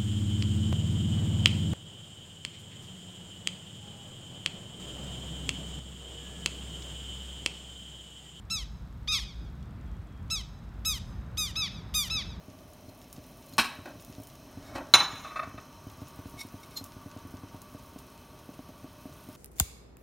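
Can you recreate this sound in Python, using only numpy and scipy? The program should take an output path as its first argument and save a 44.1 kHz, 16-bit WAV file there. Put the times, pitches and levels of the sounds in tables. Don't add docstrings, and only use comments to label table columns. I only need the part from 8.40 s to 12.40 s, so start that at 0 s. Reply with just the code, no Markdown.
import sys
import numpy as np
from scipy import signal
from scipy.fft import rfft, irfft
from scipy.io import wavfile
from scipy.ndimage import uniform_filter1d

SR = 44100
rng = np.random.default_rng(int(sys.argv[2]) if len(sys.argv) > 2 else 0)


def dump_mix(stems):
    frames = np.atleast_2d(stems).T
    limited = np.clip(frames, -1, 1)
    pcm = np.round(limited * 32767).astype(np.int16)
    wavfile.write(sys.argv[1], SR, pcm)


N = 176400

# frequency in Hz, relative level in dB.
WIND_SPECTRUM = [(20, -60), (33, -19), (42, -10.5), (51, 0.5), (65, -3), (90, -13.5), (140, -22.5),
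                 (300, -71)]
TRAFFIC_SPECTRUM = [(35, -46), (60, -5), (90, 0), (140, -3), (195, -5), (250, -13), (420, -22.5),
                    (800, -28.5), (1400, -28), (2600, -38.5), (4000, -48.5), (8000, -75)]
TYRE_SPECTRUM = [(300, -40), (600, 2), (1000, 2.5), (1500, -3), (3000, -21.5), (8000, -44)]
AIR_SPECTRUM = [(1000, -12), (3500, 3.5), (6500, -6.5), (8500, -7), (10500, -14), (12500, -9), (16000, -14)]
THUMP_SPECTRUM = [(40, -9), (110, 12.5), (250, -2.5), (360, -9.5), (520, -35), (1200, -65)]
# time in seconds, wind level in dB, traffic level in dB.
RUMBLE_LEVELS = [(0, -44.5, -49.5), (.62, -40.5, -48), (1.399, -44.5, -46), (2.1, -43.5, -46),
                 (2.648, -42, -44), (3.24, -46.5, -43.5), (4, -44, -43.5)]
# ticks per second, centre in Hz, width in Hz, tick decay in seconds, level in dB.
INSECT_TRAINS = [(19.2, 6970, 3300, 0.0017, -81.5), (54, 12200, 580, 0.0058, -85.5)]
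# frequency in Hz, relative gain in dB.
SCATTER_SPECTRUM = [(1000, -2), (2500, 2.5), (3800, 3), (5200, 0.5), (6600, 0), (8500, -3), (15000, -15)]
# delay in seconds, gain in dB.
NEAR_ECHO_TAPS = [(.215, -40)]
MATE_ECHO_TAPS = [(.028, -21), (.148, -22), (.315, -36)]
# start in seconds, length in seconds, starting pitch in Hz, level in dB.
FAR_WHISTLES = [(1.442, 0.096, 3330, -70), (1.66, .14, 3370, -68.5)]
# start in seconds, length in seconds, top pitch in Hz,
# break time within the call in seconds, gain in dB, treble gain in dB.
NEAR_ALARMS = [(.099, 0.14, 1346, 0.075, -30, -13.5), (.712, 0.13, 1339, 0.07, -31, -10.5),
               (1.900, 0.12, 1333, .065, -29, -13), (2.448, 0.14, 1308, 0.084, -28, -3),
               (2.971, .146, 1280, 0.098, -29.5, -5), (3.539, 0.15, 1260, 0.1, -27.5, -0.5)]
MATE_ALARMS = [(.674, 0.13, 1262, 0.072, -27.5, 0.5), (3.154, .133, 1315, .069, -28, 4.5),
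               (3.696, .136, 1324, .079, -28.5, 2.5)]
# frequency in Hz, gain in dB.
NEAR_FORMANTS = [(1000, -15), (1300, -13.5), (2000, -4.5), (2600, -10.5), (3100, 5), (3800, -2),
                 (5100, -2.5), (6500, -4.5), (7700, -10.5), (10000, -12), (11500, -8.5), (13500, -12.5),
                 (16000, -25)]
MATE_FORMANTS = [(1000, -16.5), (1300, -16), (2000, -3.5), (2600, -9.5), (3300, 2), (3900, -2.5),
                 (5200, -5.5), (6500, -14.5), (7800, -31), (10000, -30.5), (11500, -30), (13500, -43.5),
                 (16000, -51)]
# scoop in Hz and seconds, sag in Hz per second, break in Hz and seconds,
# fall in Hz per second, collapse in Hz and seconds.
NEAR_CONTOUR = (135, .019, 1540, 97, .0058, 2930, 100, .0065)
MATE_CONTOUR = (200, .024, 960, 73, .004, 430, 400, .018)


def undb(db):
    return 10 ** (np.asarray(db) / 20)


def gain_at(hz, curve):
    knots_hz, db = np.array(curve, float).T
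    return undb(np.interp(np.log(np.maximum(hz, 1)), np.log(knots_hz), db))


def colour(x, curve):
    y = irfft(rfft(x) * gain_at(np.fft.rfftfreq(len(x), 1 / SR), curve), len(x))
    return y / y.std()


def noise(curve, size=N):
    return colour(rng.standard_normal(size), curve)


def drift(rate_hz, size=N):
    hold = max(int(SR / rate_hz), 1)
    steps = np.repeat(rng.standard_normal(size // hold + 2), hold)
    y = uniform_filter1d(uniform_filter1d(steps, hold), hold)[:size]
    return y / y.std()


def add(out, start_s, x):
    i = int(start_s * SR)
    out[i:i + len(x)] += x[:len(out) - i]


def wind_and_traffic(t):
    times_s, wind_db, traffic_db = np.array(RUMBLE_LEVELS).T
    wind = noise(WIND_SPECTRUM) * undb(np.interp(t, times_s, wind_db) + 1.5 * drift(7.2))
    traffic = noise(TRAFFIC_SPECTRUM) * undb(np.interp(t, times_s, traffic_db) + drift(9))
    tyres = noise(TYRE_SPECTRUM) * undb(-67 + 2 * t)
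    return wind + traffic + tyres + undb(-71) * noise(AIR_SPECTRUM)


def insects():
    out = np.zeros(N)
    for rate_hz, hz, width_hz, decay_s, db in INSECT_TRAINS:
        cycles = np.cumsum(rate_hz * (1 + 0.011 * drift(6.3))) / SR
        since_s = (cycles % 1) / rate_hz
        band = [(hz - 2 * width_hz, -50), (hz - width_hz / 2, -3), (hz, 0),
                (hz + width_hz / 2, -3), (hz + 2 * width_hz, -50)]
        ticks = noise(band) * np.exp(-since_s / decay_s)
        out += undb(db) * ticks / ticks.std()
    return out


def thump(t, at_s=1.03, width_s=0.021):
    return undb(-37.5) * np.exp(-((t - at_s) / width_s) ** 2) * noise(THUMP_SPECTRUM)


def tick(t, at_s=1.227, decay_s=0.0026):
    since_s = np.maximum(t - at_s, 0)
    envelope = undb(-53.5) * (since_s > 0) * np.exp(-since_s / decay_s)
    return envelope * noise([(1000, -16), (3200, 27), (11000, 6), (14000, -9.5)])


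def lawn(x, echoes, scatter_db, t60_s=0.36, tail_t60_s=1.57, ground_s=0.001124, ground_db=-15):
    t = np.arange(N // 4) / SR
    build_s, reflections_per_s = 0.029, 1300
    decay = undb(-60 * t / t60_s) + undb(-23.5 - 60 * t / tail_t60_s)
    reflections = rng.standard_normal(len(t)) * (rng.random(len(t)) < reflections_per_s / SR)
    response = colour(reflections, SCATTER_SPECTRUM) * decay * np.minimum(t / build_s, 1)
    response *= undb(scatter_db) / np.sqrt(np.sum(response ** 2))
    for delay_s, db in [(ground_s, ground_db)] + echoes:
        response[int(delay_s * SR)] += undb(db)
    return x + signal.fftconvolve(x, response)[:N]


def far_bird(fall_hz_per_s=1250):
    out = np.zeros(N)
    for start_s, length_s, hz, db in FAR_WHISTLES:
        t = np.arange(int(length_s * SR)) / SR
        phase = 2 * np.pi * np.cumsum(hz - fall_hz_per_s * t) / SR
        add(out, start_s, undb(db) * np.sin(np.pi * t / length_s) * np.sin(phase))
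    return lawn(out, [], scatter_db=-5.5)


def call_pitch_hz(t, length_s, top_hz, break_at_s, contour, catch_hz=362, catch_s=0.00199):
    scoop_hz, scoop_s, sag_hz_per_s, break_hz, break_s, fall_hz_per_s, collapse_hz, collapse_s = contour
    past_break_s = break_s * np.logaddexp(0, (t - break_at_s) / break_s)
    return (top_hz - catch_hz * np.exp(-t / catch_s)
            - scoop_hz * np.maximum(1 - t / scoop_s, 0) ** 2
            - sag_hz_per_s * np.maximum(t - past_break_s - scoop_s, 0)
            - break_hz / (1 + np.exp((break_at_s - t) / break_s))
            - fall_hz_per_s * past_break_s
            - collapse_hz * np.exp((t - length_s) / collapse_s))


def call_envelope(t, length_s, hold_share, fade_db, attack_s=0.00095, swell_s=0.015, release_s=0.0051):
    gate = np.minimum(t / attack_s, 1) * np.minimum((length_s - t) / release_s, 1)
    swell_db = -20.5 * np.maximum(1 - t / swell_s, 0) ** 2
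    fade_progress = np.maximum((t / length_s - hold_share) / (1 - hold_share), 0)
    return gate * undb(swell_db - fade_db * np.sin(np.pi / 2 * fade_progress) ** 3)


def voice(t, length_s, pitch_hz, break_at_s, treble_db, formants, crack_db=7.5, crack_s=0.0034):
    rasp = np.exp(-t / 0.001) + np.exp((t - length_s) / 0.009)
    jitter = (0.00027 + 0.0028 * rasp) * drift(1500, N // 16)[:len(t)]
    hiss = undb(-5) * rasp * noise(formants, N // 16)[:len(t)]
    hz = pitch_hz * (1 + jitter)
    phase = 2 * np.pi * np.cumsum(hz) / SR
    dull_db = 16.5 * np.exp(-((t - break_at_s - 0.0046) / 0.004) ** 2)
    tone = np.zeros(len(t))
    for k in range(1, 17):
        treble = undb((treble_db - dull_db) * np.clip((k * hz - 6000) / 6000, 0, 1))
        tone += gain_at(k * hz, formants) * treble * (k * hz < SR / 2) * np.sin(k * phase)
    crack = undb(crack_db) * (np.exp(-t / crack_s) + np.exp((t - length_s) / crack_s))
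    return tone * (1 + crack * np.sin(phase / 2)) + hiss


def lapwing(alarms, formants, contour, hold_share, fade_db):
    out = np.zeros(N)
    for start_s, length_s, top_hz, break_at_s, db, treble_db in alarms:
        t = np.arange(int(length_s * SR)) / SR
        pitch_hz = call_pitch_hz(t, length_s, top_hz, break_at_s, contour)
        cry = voice(t, length_s, pitch_hz, break_at_s, treble_db, formants)
        add(out, start_s, undb(db) * call_envelope(t, length_s, hold_share, fade_db) * cry)
    return out


def scene():
    t = np.arange(N) / SR
    near = lapwing(NEAR_ALARMS, NEAR_FORMANTS, NEAR_CONTOUR, hold_share=0.14, fade_db=20.3)
    near = lawn(near, NEAR_ECHO_TAPS, scatter_db=-18.5)
    mate = lapwing(MATE_ALARMS, MATE_FORMANTS, MATE_CONTOUR, hold_share=0.43, fade_db=15.6)
    mate = lawn(mate, MATE_ECHO_TAPS, scatter_db=-16.5)
    background = wind_and_traffic(t) + insects() + far_bird() + tick(t) + thump(t)
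    return np.tile(background + near + mate, (2, 1))


def record(dry):
    return signal.sosfilt(signal.ellip(10, .2, 80, 15800, fs=SR, output="sos"), dry)


dry = scene()
out = record(dry)
dump_mix(out)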